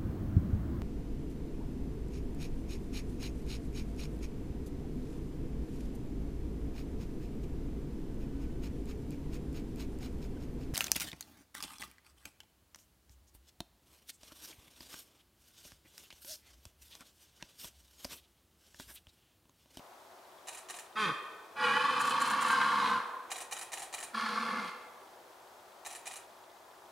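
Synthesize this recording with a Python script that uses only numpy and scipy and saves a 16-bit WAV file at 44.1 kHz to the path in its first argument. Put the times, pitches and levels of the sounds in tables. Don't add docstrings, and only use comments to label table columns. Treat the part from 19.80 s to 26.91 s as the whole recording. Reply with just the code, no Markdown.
import sys
import numpy as np
from scipy import signal
from scipy.fft import rfft, irfft, next_fast_len
from scipy.io import wavfile
from scipy.ndimage import uniform_filter1d, map_coordinates

SR = 44100
rng = np.random.default_rng(int(sys.argv[2]) if len(sys.argv) > 2 else 0)


def log_audio(samples):
    frames = np.atleast_2d(samples).T
    limited = np.clip(frames, -1, 1)
    pcm = np.round(limited * 32767).astype(np.int16)
    wavfile.write(sys.argv[1], SR, pcm)


N = 313551

# time in seconds, pitch in Hz, clear share of the voice from 0 to 1.
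ROAR_VOICE = [(1.761, 73, .3), (1.83, 70.5, .35), (1.9, 71.5, .35), (1.99, 70, .11), (2.4, 70.4, .05),
              (2.9, 71.2, .14), (3.1, 69, .15), (3.22, 58, .1)]
# level in dB, rise in seconds, drop in dB a second, fade-out in seconds.
ROAR_LEVELS = [(-49.5, 0.093, -2.32, 0.0498), (-33, 0.091, 0.97, 0.121), (-42.5, 0.102, 1.25, 0.1593)]
# time in seconds, half length in seconds,
# middle and high boost in dB, low boost in dB, share by which the throat's resonances drop.
PUSHES = [(1.869, 0.1066, 3, 7, 0.0541), (2.758, 0.1135, 3.5, 0.5, 0.0385), (3.067, 0.0845, 2.5, 1.5, .08)]
# frequency in Hz, width in Hz, level in dB.
RAISED_THROAT = [(143.4, 14, -25), (228, 82, -17), (268, 25.6, -17.5), (497.1, 25.5, -2.5),
                 (863.1, 18.6, -10.5), (1153, 64.4, -12.5), (1436, 54, -12.5), (1685, 51, -11),
                 (1946.6, 18.8, -7), (2363.4, 50.6, -5.5), (2526, 59, -4.5), (3010.4, 86, -5),
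                 (3438, 56, -8.5), (4074, 550, -17.5), (4923, 78, -15.5)]
STRETCHED_THROAT = [(139.2, 16.6, -32.5), (221.3, 23.1, -9.5), (279.5, 58, -18.5), (497.9, 13, -9),
                    (693, 137, -22.5), (903.1, 65, -8), (1099.2, 98.7, 1), (1392.5, 44.4, -6),
                    (1581.4, 22.4, -3.5), (1719.4, 116, -13.5), (2089.5, 55.6, -18.5), (2244, 63, -18),
                    (2667, 68, -22.5), (2984, 48, -23), (3230, 71, -24.5), (4030, 630, -27.5),
                    (4970, 63, -29.5)]
# frequency in Hz, level in dB.
OPEN_HISS = [(3500, -18.5), (5500, 15.5), (6500, 13), (8000, 9.5), (9700, 12.5), (10800, 9.5),
             (13000, -7.5), (16000, -48.5)]

def roar():
    t = call_time(1.755, 3.2176)
    throb = throbbing(t, start=1.919, rate=21.05, speedup=20.8, width_s=.008,
                      depth_db=4, fade_db=3, scatter_s=.0025, uneven_db=2)
    folds, tone = larynx(t, ROAR_VOICE, throb, bite=.3, flutter_db=-2, jitter=.008, harmonic=2)
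    levels = np.array([envelope(t, *row) for row in ROAR_LEVELS])
    tuning = 1.025
    for s, length, voice_db, chest_db, drop in PUSHES:
        push = np.exp(-((t - s) / length) ** 2)
        levels = levels + np.outer([chest_db, voice_db, voice_db], push)
        tuning = tuning - drop * push
    stretch = np.interp(t, [1.95, 2.2, 2.55], [.047, .638, .928])
    voiced = throat(folds * (1 - stretch), RAISED_THROAT, tuning)
    voiced += throat(folds * stretch, STRETCHED_THROAT, tuning)
    return mouth(t, voiced, amp(-14) * tone, throb, levels, OPEN_HISS, hiss_db=-15)

# time in seconds, pitch in Hz, clear share from 0 to 1.
GRUNT_VOICE = [(1.15, 212, .75), (1.185, 219, .95), (1.215, 214, .95), (1.24, 200, .87), (1.285, 164, .55),
               (1.33, 135, .35)]
# level in dB, rise in seconds, drop in dB a second, fade-out in seconds.
GRUNT_LEVELS = [(-40, 0.132, 4.5, 0.067), (-33.5, 0.0259, 4, 0.105), (-37.5, 0.068, 123, 0.065)]
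# frequency in Hz, width in Hz, level in dB.
GRUNT_THROAT = [(196, 155, -18.5), (314, 43.6, -13), (429.8, 47, -13.5), (585, 34, -17), (851, 16, -8),
                (1139, 144, -5.5), (1229.3, 45, 1), (1528, 26, -3), (1834, 118, -6), (2157, 62, -10.5),
                (2513, 108, -1.5), (3234.4, 37.3, -1), (3612, 109, -7), (4120, 210, -17), (4763, 202, -15)]

def grunt(sink_per_s=.204):
    t = call_time(1.152, 1.3399)
    folds, tone = larynx(t, GRUNT_VOICE, throb=1, bite=1, flutter_db=-5.5, jitter=.004, harmonic=1)
    levels = [envelope(t, *row) for row in GRUNT_LEVELS]
    voiced = throat(folds, GRUNT_THROAT, 1 - sink_per_s * (t - t.mean()))
    return mouth(t, voiced, amp(1) * tone, 1, levels, OPEN_HISS, hiss_db=-15)

# time in seconds, pitch in Hz, clear share from 0 to 1.
GROWL_VOICE = [(4.33, 76.13, 0.16), (4.38, 77.39, 0.154), (4.52, 70.13, 0.075), (4.59, 76.45, 0.115),
               (4.73, 74.57, 0.253), (4.8, 67.71, 0.1083), (4.9, 55.01, 0.0943)]
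# level in dB, rise in seconds, drop in dB a second, fade-out in seconds.
GROWL_LEVELS = [(-47.5, 0.019, -7, 0.153), (-38, 0.0066, 2, 0.175), (-44, 0.029, 11.5, 0.011)]
# frequency in Hz, width in Hz, level in dB.
GROWL_THROAT = [(218.8, 20.8, -3.5), (357, 34, -23.5), (486.4, 35, -11.5), (700, 102, -15),
                (857.3, 35, -2.5), (1129, 82.5, 2), (1365.6, 69, 0), (1600, 45, -13), (1699, 91, -4.5),
                (2161, 390, -15.5), (2665, 106, -17.5), (3332, 305, -19.5), (4350, 990, -20),
                (5010, 144, -31.5)]
CLOSING_MOUTH = [(2067, 115, -3)]
# frequency in Hz, level in dB.
HALF_CLOSED_HISS = [(3500, -29), (5500, 11.5), (6500, 9), (8000, 3.5), (9600, 16), (10800, 4.5),
                    (13000, -9.5), (16000, -52.5)]

def growl(sink_per_s=.04, waver_db=2.5):
    t = call_time(4.331, 4.9093)
    throb = throbbing(t, start=4.331, rate=47.5, speedup=-27, width_s=.0035,
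                      depth_db=2.5, fade_db=10, scatter_s=.002, uneven_db=3)
    folds, tone = larynx(t, GROWL_VOICE, throb, bite=.4, flutter_db=-3, jitter=.018, harmonic=3)
    tone = tone * amp(-2 + waver_db * wobble(16, t))
    levels = [envelope(t, *row) for row in GROWL_LEVELS]
    voiced = throat(folds, GROWL_THROAT, 1 - sink_per_s * (t - t.mean()))
    voiced += resonate(folds * np.linspace(0, 1, len(t)) ** 2, CLOSING_MOUTH)
    return mouth(t, voiced, tone, throb, levels, HALF_CLOSED_HISS, hiss_db=-17.5)

# time in seconds, strength in dB.
SLAPS = [(2.702, 8), (2.732, 8.5), (2.86, 5.5), (4.374, 9.5), (4.393, 5.5), (4.576, 10)]

def throbbing(t, start, rate, speedup, width_s, depth_db, fade_db, scatter_s, uneven_db):
    age = t - start
    beats = pulses((rate + speedup * age) * (age >= 0), scatter_s, uneven_db)
    swell = np.exp(-(np.arange(-SR // 20, SR // 20) / SR / width_s) ** 2)
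    throbs = amp(depth_db - fade_db * age) * signal.fftconvolve(beats, swell, "same")
    slaps = sum(amp(db) * np.exp(-((t - s) / .00478) ** 2) for s, db in SLAPS)
    return 1 + np.maximum(throbs, slaps)

def larynx(t, voice, throb, bite, flutter_db, jitter, harmonic):
    pitch, clear = curves(voice, t)
    pitch = pitch * (1 + jitter * wobble(40, t))
    buzz = pulses(pitch, scatter_s=.00002, uneven_db=1.5)
    flutter = pulses(pitch, scatter_s=.0015, uneven_db=3.5)
    rough = rng.standard_normal(len(t)) + amp(flutter_db) * unit(flutter)
    rough = unit(rough * throb ** bite)
    tone = np.sqrt(2) * np.sin(2 * np.pi * harmonic * np.cumsum(pitch) / SR)
    return np.sqrt(clear) * unit(buzz) + np.sqrt(1 - clear) * rough, tone

def throat(x, modes, tuning, tremble=.009):
    clock = np.cumsum(tuning * (1 + tremble * wobble(22, np.arange(len(x)) / SR)))
    even = np.arange(int(clock[-1]))
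    return np.interp(clock, even, resonate(np.interp(even, clock, x), modes))

def mouth(t, voiced, tone, throb, levels, hiss_shape, hiss_db):
    low_db, middle_db, high_db = levels
    low = steady(filtered(voiced, lambda f: below(f, 588) * (1 - below(f, 75))))
    middle = steady(filtered(voiced, lambda f: below(f, 1737) - below(f, 789.5)), size=900)
    high = steady(filtered(voiced, lambda f: 1 - below(f, 1862)))
    breath = rng.standard_normal(len(t)) * np.sqrt(throb)
    hiss = steady(ringing(breath, lambda f: amp(along(hiss_shape, f))))
    call = amp(low_db) * steady(low + tone) + amp(middle_db) * steady(middle * throb)
    call += amp(high_db) * (high + amp(hiss_db) * hiss)
    fade = np.clip(np.minimum((t - t[0]) / .0024, (t[-1] - t) / .0136), 0, 1)
    start = round(t[0] * SR)
    return np.pad(call * fade, (start, N - start - len(t)))

def envelope(t, level_db, rise_s, drop, fade_s, ends_db=-17):
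    ramp = lambda s, length: np.clip(1 - s / length, 0, 1) ** 2
    age = t - t[0]
    held = level_db - drop * np.maximum(age - rise_s, 0)
    return held + ends_db * (ramp(age, rise_s) + ramp(t[-1] - t, fade_s))

# start in seconds, number of frames, seconds between frames, level in dB.
BURSTS = [(0.671, 2, .215, -2.7), (2.193, 3, .206, .8), (3.503, 4, .2078, 1.6), (6.049, 2, .207, -2)]
# seconds into the frame, level in dB, extra treble in dB.
CONTACTS = [(.001, -4.5, -3.5), (.006, -3.5, -1), (0.0133, 3.5, -5), (0.0194, 0.5, 2), (.056, -1.5, -18),
            (0.062, -6.5, 3.5), (0.076, -7, 5), (.082, -5, 1), (0.1016, -1, -2), (.109, -5.5, 5.5),
            (0.1167, -6, 2)]
# frequency in Hz, width in Hz, level in dB.
CAMERA_SHELL = [(436.5, 288, 2.5), (814, 193.4, 10.5), (1302, 550, 5.5), (1848, 257, 9), (2453, 306, 8.5),
                (3142, 700, 0.5), (3920, 453, 4), (4830, 306, -4), (6610, 2050, 2.5), (7770, 1150, 0)]
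# frequency in Hz, level in dB.
CAMERA_METAL = [(2000, -19), (5400, -10), (6600, -5.5), (8000, -0.5), (9800, 3), (10800, -7),
                (12500, -10.5), (15500, -24)]

def shutter(click_s=.0475, ring_s=.294, rise_s=.00061):
    t = np.arange(SR // 5) / SR
    decay = amp(-60 * t / click_s) ** 2 + amp(-13 - 60 * t / ring_s) ** 2
    metal_decay = decay * (1 - np.exp(-t / rise_s))
    shell_power, metal_power, cracks = np.zeros((3, N))
    frames = [(first + k * gap, db) for first, count, gap, db in BURSTS for k in range(round(count))]
    for s, frame_db in frames:
        for after, db, treble_db in CONTACTS:
            start = round((s + after) * SR)
            force = amp(frame_db + db + rng.normal(0, 1))
            cracks[start] += force * amp(17)
            shell_power[start:start + len(t)] += force ** 2 * decay
            metal_power[start:start + len(t)] += (force * amp(treble_db)) ** 2 * metal_decay
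    shell_noise, metal_noise = rng.standard_normal((2, N))
    knock = resonate(cracks + np.sqrt(shell_power) * shell_noise, CAMERA_SHELL)
    snap = unit(filtered(metal_noise, lambda f: amp(along(CAMERA_METAL, f))))
    return amp(-43) * knock + amp(-44) * np.sqrt(metal_power) * snap

def foliage(x, smear_s=.0035):
    delay = lambda f: smear_s * np.abs(wobble(1 / 250, f))
    return filtered(x, lambda f: np.exp(-2j * np.pi * np.cumsum(delay(f)) * f[1]))

# frequency in Hz, level of the difference in dB.
ECHO_WIDTH = [(150, -55), (350, -16.5), (700, -6), (1200, -6), (2200, -4.5), (5000, -1.5), (9000, -7),
              (13000, -41)]

def trees(x, decay_times, delay_s, width_db):
    hz, t, noise = signal.stft(rng.standard_normal((2, 3 * SR // 2)), SR, nperseg=256)
    decay = amp(-60 * t / along(decay_times, hz)[:, None])
    mid, side = signal.istft(noise * decay, SR, nperseg=256)[1]
    side = filtered(side, lambda f: amp(width_db + along(ECHO_WIDTH, f)))
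    tail = np.array([mid + side, mid - side]) / np.linalg.norm(mid)
    late = np.pad(x, (round(delay_s * SR), 0))
    return signal.fftconvolve(late[None], tail, axes=1)[:, :N]

# frequency in Hz, seconds to fade by 60 dB.
WOOD_DECAY = [(220, 0.62), (450, 2.76), (1100, 1.14), (2400, 1.083), (5000, 0.758), (10000, 0.962)]

def stag_echo(stag):
    scattered = filtered(stag, lambda f: 1 - .8 * below(f, 380, order=4))
    near = trees(scattered, [(200, .073), (5000, .169)], delay_s=.002, width_db=-4.5)
    far = trees(scattered, WOOD_DECAY, delay_s=.03, width_db=-4)
    return amp(-5.5) * (near + far)

# frequency in Hz, relative level in dB.
MURMUR = [(15, -72), (25, -41.5), (58, -21), (107, -16), (130, -20.5), (307, -11), (371, -1.5), (425, -8.5),
          (690, 0), (748, -2.5), (954, -2), (2090, -15), (2880, -19), (3130, -17.5), (15800, -27.5)]
# frequency in Hz, likeness from 0 to 1.
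MURMUR_LIKENESS = [(60, 1), (150, 0.816), (380, 0.936), (950, 0.777), (2380, 0.27), (5980, 0.757),
                   (15000, 1)]
# frequency in Hz, left minus right in dB.
MURMUR_BALANCE = [(60, 0.0), (150, -0.5), (380, 1.5), (950, 3), (2380, 0.5), (5980, -0.5), (15000, 0.5)]

def murmur(level_db=-55.5, swell_db=.5):
    def mid_and_side(f):
        angle = np.arccos(np.clip(along(MURMUR_LIKENESS, f), 0, 1)) / 2
        return amp(along(MURMUR, f)) * [np.cos(angle), np.sin(angle)]
    mid, side = filtered(rng.standard_normal((2, N)), mid_and_side)
    balance = lambda f: amp(np.outer([.5, -.5], along(MURMUR_BALANCE, f)))
    pair = filtered(np.array([mid + side, mid - side]), balance)
    return unit(pair) * amp(level_db - swell_db * wobble(2.632, np.arange(N) / SR))

def ticking(level_db=-76, per_s=15, pitch_hz=3400, width_hz=900, tick_s=.0197):
    t = np.arange(N) / SR
    ticks = pulses(per_s * amp(.5 * wobble(5, t)), scatter_s=.002, uneven_db=1)
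    gate = signal.fftconvolve(ticks, np.hanning(round(tick_s * SR)), "same")
    band = lambda f: np.exp(-((f - pitch_hz) / width_hz) ** 2)
    return amp(level_db) * unit(filtered(gate * rng.standard_normal(N), band))

def amp(db):
    return 10 ** (np.asarray(db) / 20)

def unit(x):
    return x / np.sqrt(np.mean(x ** 2) + 1e-20)

def steady(x, size=5292):
    power = uniform_filter1d(uniform_filter1d(x ** 2, size), size // 2)
    return x / np.sqrt(np.abs(power) + 1e-20)

def along(points, hz):
    f, values = np.transpose(points)
    return np.interp(np.log(hz + 1), np.log(f + 1), values)

def curves(rows, t):
    s, *columns = np.transpose(rows)
    return [np.interp(t, s, column) for column in columns]

def call_time(start_s, end_s):
    return np.arange(round(start_s * SR), round(end_s * SR)) / SR

def wobble(rate, t):
    return map_coordinates(rng.standard_normal(4096), [(t - t[0]) * rate], mode="wrap")

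def pulses(rate, scatter_s, uneven_db):
    at = np.flatnonzero(np.diff(np.floor(np.cumsum(rate) / SR)))
    late, size = rng.standard_normal((512, 2))[:len(at)].T
    at = np.clip(at + np.round(late * scatter_s * SR).astype(int), 0, len(rate) - 1)
    return np.bincount(at, amp(uneven_db * size), len(rate))

def below(f, hz, order=8):
    return 1 / (1 + (f / hz) ** order)

def filtered(x, gain):
    n = x.shape[-1]
    size = next_fast_len(n + 8192)
    return irfft(rfft(x, size) * gain(np.fft.rfftfreq(size, 1 / SR)), size)[..., :n]

def ringing(x, gain, size=16384):
    cepstrum = irfft(np.log(gain(np.fft.rfftfreq(size, 1 / SR)) + 1e-6))
    cepstrum[1:size // 2] *= 2
    cepstrum[size // 2 + 1:] = 0
    response = irfft(np.exp(rfft(cepstrum)))[:size // 2]
    return signal.fftconvolve(x, response)[:len(x)]

def resonate(x, modes, steepness=1.303):
    def peak(f, hz, width, db):
        detuning = (f * f - hz * hz) / (f * width + 1)
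        return amp(db) ** 2 / (1 + detuning ** 2) ** steepness
    return ringing(x, lambda f: np.sqrt(sum(peak(f, *mode) for mode in modes)))

def scene():
    stag = foliage(grunt() + roar() + growl())
    camera = shutter()
    calls = stag * amp([[-.25], [.25]]) + stag_echo(stag)
    clicks = camera * amp([[-.4], [.4]])
    clicks += amp(-4) * trees(camera, [(500, .0336), (8000, .0184)], delay_s=.0005, width_db=0)
    clicks += amp(-9) * trees(camera, [(500, 1), (8000, .134)], delay_s=.022, width_db=-4.5)
    return calls + clicks + murmur() + ticking()

def record(dry):
    return filtered(dry, lambda f: f < 15800)

dry = scene()
out = record(dry)
log_audio(out)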